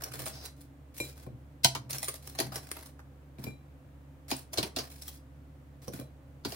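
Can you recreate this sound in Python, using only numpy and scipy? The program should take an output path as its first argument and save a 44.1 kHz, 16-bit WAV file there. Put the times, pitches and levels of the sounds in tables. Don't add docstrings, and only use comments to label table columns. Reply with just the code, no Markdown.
import sys
import numpy as np
from scipy import signal
from scipy.fft import rfft, irfft, next_fast_len
from scipy.io import wavfile
from scipy.ndimage import uniform_filter1d

SR = 44100
rng = np.random.default_rng(int(sys.argv[2]) if len(sys.argv) > 2 else 0)


def store_wav(level_fs):
    pcm = np.round(np.clip(np.atleast_2d(level_fs), -1, 1) * 32767)
    wavfile.write(sys.argv[1], SR, pcm.T.astype(np.int16))


N = 288855
TIME = np.arange(N) / SR
RING = np.arange(SR // 2) / SR
LOW_HZ, HIGH_HZ = 320, 2000

# (frequency [Hz], relative level [dB], t60 [s])
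BASKET_MODES = [(131, 1, 0.39), (263, 3.5, 0.19), (350.2, 3, 0.11), (561.3, -5, .08), (680, -4, 0.3),
                (883, -5, 0.044), (1056, -7, 0.11), (1355, -7.5, .1), (1547, -7.5, .11),
                (1898, -11.5, 0.106), (2724, -11, .08), (3000, -6.5, 0.03), (3300, -6, 0.058),
                (4112, 2.5, .07), (4190, -1, .08), (4440, -5.5, .07), (4690, -0.5, 0.087),
                (5250, -5.5, 0.094), (5510, -2.5, .07), (5740, -7.5, 0.15), (6470, -5, 0.1),
                (7800, -11.5, .08), (9600, -12.5, 0.059), (11100, -9.5, .07)]
# (frequency [Hz], relative level [dB])
BASKET_CROWD = [(50, -20.5), (110, 1), (190, -5.5), (290, 4.5), (480, -1), (680, 2), (950, -2.5),
                (1400, -9.5), (2300, -7.5), (3300, -6), (4500, -1.5), (6000, -9), (7800, -14.5),
                (11000, -13.5), (13000, -20.5), (16000, -13.5)]
# (frequency [Hz], relative level [dB])
CRUST_AS_PICKED_UP = [(130, 3.5), (350, 7.5), (600, 6), (1000, 2.5), (2200, -2), (3600, 2.5), (5400, 4.5),
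                      (7600, 1), (9300, 5), (11300, 5), (12400, 0.5), (15500, 5)]


def amp(db):
    return 10 ** (np.asarray(db) / 20)


def read(points, hz):
    f, value = np.transpose(points)
    return np.interp(np.log(hz + 1), np.log(f), value)


def evened(x):
    return x / np.sqrt(np.mean(x ** 2) + 1e-20)


def fade(t, t60):
    return np.exp(-np.log(1000) * t / np.maximum(t60, 1e-3))


def add(mix, s, sound):
    part = mix[:, max(round(s * SR), 0):][:, :sound.shape[1]]
    part += sound[:, :part.shape[1]]


def colour(x, points):
    size = next_fast_len(x.shape[-1] + SR // 10)
    hz = abs(np.fft.fftfreq(size, 1 / SR))
    log_gain = np.log(amp(read(points, hz)))
    response = np.exp(np.conj(signal.hilbert(log_gain)))
    return np.fft.ifft(np.fft.fft(x, size) * response).real[..., :x.shape[-1]]


def favour(x, hz, db, spread):
    return colour(x, [(hz / spread, 0), (hz, db), (hz * spread, 0)])


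def band(x, hz, kind):
    return signal.sosfilt(signal.butter(4, hz, kind, fs=SR, output="sos"), x)


def registers(x):
    return band(x, HIGH_HZ, "high"), band(x, [LOW_HZ, HIGH_HZ], "band"), band(x, LOW_HZ, "low")


def peaking(x, db, size=256):
    power = uniform_filter1d(x ** 2, size).max(axis=1, keepdims=True)
    return x * amp(db) / np.sqrt(power + 1e-20)


def wander(hz):
    f = np.fft.rfftfreq(N, 1 / SR)
    spectrum = rfft(rng.standard_normal(N)) / (1 + (f / hz) ** 4)
    return evened(irfft(spectrum, N))


def grains(n, per_s, spread_db):
    size = amp(spread_db * np.minimum(rng.exponential(1, n), 4))
    return size * rng.choice([-1, 1], n) * (rng.random(n) < per_s / SR)


def body(modes, crowd, crowd_db, crowd_t60, spot_db, linger_db=-15, linger_t60=.17):
    hz, db, t60 = np.transpose(modes)
    weight = amp(db + spot_db * rng.standard_normal((2, len(hz))))
    phase = np.exp(2j * np.pi * rng.random((2, len(hz))))
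    vibration = fade(RING, t60[:, None]) * np.exp(2j * np.pi * hz[:, None] * RING)
    ring = (weight * phase @ vibration).imag
    dying = fade(RING, crowd_t60) + amp(linger_db) * fade(RING, linger_t60)
    dense = colour(rng.standard_normal((2, len(RING))) * dying, crowd)
    return evened(ring) + amp(crowd_db) * evened(dense)


def walls(x, echo_db, t60):
    t = RING[:SR // 30]
    echoes = rng.standard_normal((2, len(t))) * fade(t, t60)
    echoes *= amp(echo_db) / np.linalg.norm(echoes, axis=1, keepdims=True)
    echoes[0, 0] += 1
    echoes[1, rng.integers(2, 10)] += 1
    return signal.oaconvolve(x[None], echoes, axes=1)[:, :len(x)]


def tongs():
    # (time [s], clank level [dB], hollow knock level [dB], thump level [dB],
    # pitch of the spot struck [Hz], chatter t60 [s])
    knocks = [(1.6453, -15.5, -26, -29, 875, 0.011), (1.7501, -36.5, -35.5, -47, 1060, 0.075),
              (2.388, -31, -35, -35.5, 660, 0.013), (2.4018, -32.5, -34, -38.5, 916, 0.09),
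              (4.3137, -30.5, -33, -31, 860, 0.0077), (4.574, -34, -37, -38.5, 714, 0.025),
              (4.582, -27.5, -30.5, -35, 375, 0.028), (4.629, -32, -41, -35.5, 415, 0.029),
              (4.7628, -34, -37, -37, 694, 0.075), (4.7867, -35.5, -42, -53, 434, 0.044),
              (6.4494, -36, -39, -33, 790, 0.067), (6.5217, -42.5, -42, -54, 680, 0.02)]
    knock_lag_s, thump_lag_s = 0.002113, 0.0044
    graze_db, graze_t60_s = -21, 0.04
    snap_db = -5
    out = np.zeros((2, N))
    lead = SR // 80
    t = RING - RING[lead]
    for s, clank_db, knock_db, thump_db, spot_hz, chatter_t60 in knocks:
        graze = amp(graze_db) * fade(abs(t), graze_t60_s)
        chatter = .5 * fade(abs(t), chatter_t60)
        force = grains(len(t), per_s=1900, spread_db=1.5) * np.where(t < 0, graze, chatter)
        force *= 0.66 / (np.linalg.norm(force) + 1e-9)
        force[lead] += 1
        ring = body(BASKET_MODES, BASKET_CROWD, crowd_db=6.5, crowd_t60=0.075, spot_db=4.5)
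        snap = colour(rng.standard_normal(ring.shape) * fade(RING, 0.019), BASKET_CROWD)
        response = evened(ring) + amp(snap_db) * evened(snap)
        response = favour(response, spot_hz, db=8, spread=1.4)
        blow = signal.fftconvolve(response, force[None], axes=1)[:, :len(t)]
        high, middle, low = registers(blow)
        add(out, s + t[0], peaking(high, clank_db))
        add(out, s + t[0] + knock_lag_s, peaking(middle, knock_db))
        add(out, s + t[0] + thump_lag_s, peaking(low, thump_db))
    return out


def skids():
    # (start [s], end [s], level [dB])
    slides = [(0.284, 0.497, -51), (1.746, 1.773, -69), (2.399, 2.466, -52), (4.321, 4.347, -44.5),
              (4.564, 4.65, -57), (4.754, 4.826, -42.5), (4.796, 4.88, -61), (6.524, 6.563, -55)]
    squeal_hz = 5200
    out = np.zeros((2, N))
    for start, end, db in slides:
        n = max(round((end - start) * SR), SR // 100)
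        slips = grains(n, per_s=3400, spread_db=5.5) * signal.windows.tukey(n, .5)
        ring = body(BASKET_MODES, BASKET_CROWD, crowd_db=1.5, crowd_t60=0.028, spot_db=0.5)
        ring = favour(ring, squeal_hz, db=11, spread=1.23)
        skid = band(signal.fftconvolve(ring, slips[None], axes=1), LOW_HZ, "high")
        add(out, start, peaking(skid, db))
    return out


def plate():
    # (time [s], clink level [dB], knock level [dB], thump level [dB],
    # contact brightness [Hz], factor on the ring's t60 [ratio])
    drops = [(1.0012, -33.5, -37.5, -39.5, 12000, 0.69), (1.2653, -67, -45.5, -42.5, 3950, 0.45),
             (3.3853, -57, -54.5, -41, 4970, 0.093), (3.4397, -54, -58, -39, 15000, 0.5),
             (3.467, -48, -44, -34.5, 2300, 1.17), (5.88, -60, -38, -36, 12000, 0.32),
             (5.934, -51.5, -54, -39.5, 9000, 0.14), (5.99, -56, -45.5, -38.5, 6000, 0.11),
             (6.0115, -58, -45.5, -61, 8000, 0.57)]
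    # (frequency [Hz], relative level [dB], t60 [s])
    plate_modes = [(2382, 0, .18), (3975, -4, .21), (5660, -14, .22), (7350, -12, .22), (9205, -8, .22),
                   (11300, -5, .15), (13260, -17, .2)]
    # (frequency [Hz], relative level [dB], t60 [s])
    counter_modes = [(131.2, -3, 0.23), (254, -1, 0.083), (341.4, -3, 0.042), (497, -2, 0.094),
                     (568, -8, 0.15), (1063, -12, 0.088)]
    # (frequency [Hz], relative level [dB])
    pat_spectrum = [(50, -16.5), (110, 0), (300, -3), (600, -3.5), (1300, -39), (4000, -39), (16000, -43)]
    thump_lag_s = .003
    out = np.zeros((2, N))
    for s, clink_db, knock_db, thump_db, bright_hz, free in drops:
        modes = [(hz, db, t60 * free) for hz, db, t60 in plate_modes]
        ring = body(modes, CRUST_AS_PICKED_UP, crowd_db=-10.5, crowd_t60=0.11, spot_db=2.5)
        ring = colour(ring, [(bright_hz, 0), (2 * bright_hz, -11)])
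        thud = body(counter_modes, pat_spectrum, crowd_db=-2, crowd_t60=.07, spot_db=-1.5)
        _, middle, low = registers(thud)
        add(out, s, peaking(ring, clink_db))
        add(out, s, peaking(middle, knock_db))
        add(out, s + thump_lag_s, peaking(low, thump_db))
    return out


def cracks():
    # (time [s], relative snap level [dB], relative body level [dB],
    # pitch of the flake [Hz])
    breaks = [(0.0114, -42, -45.5, 5300), (0.0383, -31.5, -59, 5430), (0.1185, -46.5, -49.5, 2420),
              (0.194, -41.5, -59, 11200), (0.2577, -38, -56, 8900), (0.2821, -39.5, -52, 9040),
              (0.454, -39.5, -55, 4000), (0.609, -55, -73, 9200), (0.981, -39, -76, 2350),
              (1.0958, -51, -57, 3880), (1.908, -32.5, -53, 9360), (1.93, -31.5, -56, 6200),
              (1.9837, -34, -61, 5600), (2.0297, -31, -39.5, 9800), (2.044, -34, -62, 8900),
              (2.0836, -30.5, -38, 9040), (2.141, -41.5, -47.5, 11040), (2.274, -39.5, -50, 5600),
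              (2.351, -47, -49.5, 9000), (2.4015, -28, -35, 11400), (2.5215, -46, -44, 5000),
              (2.5574, -32.5, -41, 5360), (2.7154, -34, -40.5, 9450), (2.7686, -45.5, -45, 11600),
              (2.827, -49, -55, 10500), (2.8597, -48, -59, 8400), (2.993, -62.5, -51, 5970),
              (3.4396, -40, -52, 11900), (4.3054, -35.5, -46, 4450), (4.366, -40.5, -65, 9000),
              (4.532, -36.5, -53, 6120), (5.022, -41.5, -61, 5400), (5.0809, -37.5, -57, 14600),
              (5.881, -42.5, -55, 5760), (5.9368, -44.5, -50, 12100)]
    trim_db = -2
    build_t60_s, crumble_t60_s = 0.025, 0.043
    out = np.zeros((2, N))
    lead = SR // 50
    t = RING[:SR // 5] - RING[lead]
    breaking = np.where(t < 0, .5 * fade(abs(t), build_t60_s), fade(abs(t), crumble_t60_s))
    for s, snap_db, body_db, flake_hz in breaks:
        run = grains(len(t), per_s=2500, spread_db=5.0) * breaking
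        run /= np.linalg.norm(run) + 1e-9
        run[lead] += .5
        crack = colour(walls(run, echo_db=3.5, t60=0.018), CRUST_AS_PICKED_UP)
        crack = favour(crack, flake_hz, db=11, spread=1.125)
        high, middle, _ = registers(crack)
        add(out, s + t[0], peaking(high, snap_db + trim_db) + peaking(middle, body_db + trim_db))
    return out


def rubbing():
    # (start [s], end [s], relative rasp level [dB],
    # relative drag level [dB])
    strokes = [(0, 0.082, -53.5, -50.5), (0.129, 0.301, -44.5, -50), (0.333, 0.475, -58, -59),
               (0.561, .64, -64.5, -81), (0.939, 1.101, -51, -62.5), (1.153, 1.248, -59, -64.5),
               (1.892, 1.955, -44, -50.5), (1.964, 2.171, -54, -69), (2.217, 2.312, -53.5, -63.5),
               (2.363, 2.47, -55, -53), (2.52, 2.57, -45.5, -50), (2.623, 2.886, -57.5, -61.5),
               (3.381, 3.475, -56, -56.5), (4.28, 4.393, -48.5, -57.5), (4.526, 4.668, -52, -51),
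               (4.76, 4.872, -51.5, -54), (4.894, 5.149, -54.5, -68), (5.815, 5.877, -59.5, -67),
               (5.918, 6, -52, -56.5), (6.455, 6.55, -48, -55.5)]
    trim_db = -1
    attack_s, release_t60_s = 0.0096, 0.12
    clump_db, spot_count = 6.0, 5
    crackle = np.zeros((2, N))
    for _ in range(spot_count):
        slips = grains(N, per_s=450, spread_db=3) * amp(clump_db * wander(hz=39.2))
        crackle += walls(slips, echo_db=2.5, t60=0.029)
    high, middle, _ = map(evened, registers(colour(crackle, CRUST_AS_PICKED_UP)))
    out = np.zeros((2, N))
    for start, end, rasp_db, drag_db in strokes:
        bite = np.clip((TIME - start) / attack_s, 0, 1)
        pressure = bite * fade(np.maximum(TIME - end, 0), release_t60_s)
        out += pressure * (high * amp(rasp_db + trim_db) + middle * amp(drag_db + trim_db))
    return out


def booms():
    # (time of the peak [s], relative level [dB], time constant of the rise [s])
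    swells = [(.21, -43.5, .1), (1.33, -44, .04), (1.78, -44.5, .03), (1.93, -48, .09), (2.47, -42, .08),
              (3.51, -47.5, .035)]
    # (frequency [Hz], relative level [dB])
    boom_spectrum = [(60, -45), (105, -12.5), (130, 2), (160, -19), (300, -19), (700, -50), (3000, -84.5)]
    trim_db, fall_ratio = -1, 1.1
    level = np.zeros(N)
    for s, db, rise in swells:
        distance = np.maximum(s - TIME, (TIME - s) / fall_ratio)
        level += amp(db) * np.exp(-distance / rise)
    noise = colour(rng.standard_normal((2, N)), boom_spectrum)
    return amp(trim_db) * level * evened(noise)


def kitchen():
    # (frequency [Hz], relative level [dB])
    background_as_picked_up = [(25, -23.5), (52, -19.5), (75, -12.5), (100, -8), (135, -6.5), (190, -18),
                               (275, -10), (400, -24), (520, -20), (900, -28), (2000, -36), (5000, -47.5),
                               (10000, -48.5), (12400, -51), (14500, -45.5), (16000, -49.5)]
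    # (mean frequency [Hz], mean level [dB], RMS frequency waver [Hz])
    hum_lines = [(70.5, -55, 0.44), (140.3, -59.5, 2), (276, -65, 3.2), (508, -78.5, 6), (523, -78, 6)]
    background_db = -65
    flutter = 0.2
    background = colour(rng.standard_normal((2, N)), background_as_picked_up)
    background *= amp(background_db) / registers(background)[1][0].std()
    hum = np.zeros(N)
    for hz, db, waver in hum_lines:
        loudness = amp(db) * (1 + flutter * wander(hz=5))
        phase = 2 * np.pi * np.cumsum(hz + waver * wander(hz=6.5)) / SR
        hum += loudness * np.sqrt(2) * np.sin(phase)
    return background + hum * np.array([[1], [-.4]])


def room(x):
    # (frequency [Hz], t60 [s])
    reverberation = [(120, 0.31), (500, 0.33), (1500, 0.28), (4000, .25), (10000, 0.23), (16000, 0.15)]
    taps = rng.standard_normal((2, len(RING))) * (RING > .006)
    hz, t, z = signal.stft(taps, SR, nperseg=256)
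    decay = fade(t, read(reverberation, hz)[:, None])
    tail = signal.istft(z * decay, SR, nperseg=256)[1]
    return signal.fftconvolve(x, tail / np.linalg.norm(tail[0]), axes=1)[:, :N]


def scene():
    # (frequency [Hz], gain [dB])
    side_gain = [(60, -14.5), (300, -10), (700, -3), (1400, 0), (3000, -0.5), (5500, -1), (9500, 0),
                 (14000, -1.5)]
    steel = tongs() + skids()
    china = plate()
    crust = cracks() + rubbing() + booms()
    to_room = amp(-15.5) * steel + amp(-10.0) * china + amp(-9.5) * crust
    mid, side = steel + china + crust + room(to_room) + kitchen()
    side = colour(side, side_gain)
    return np.array([mid + side, mid - side])


def record(dry):
    edge_hz = 15900
    lowpass = signal.firwin(255, edge_hz, window=("kaiser", 8), fs=SR)
    return signal.oaconvolve(dry, lowpass[None], "same", axes=1)


dry = scene()
out = record(dry)
store_wav(out)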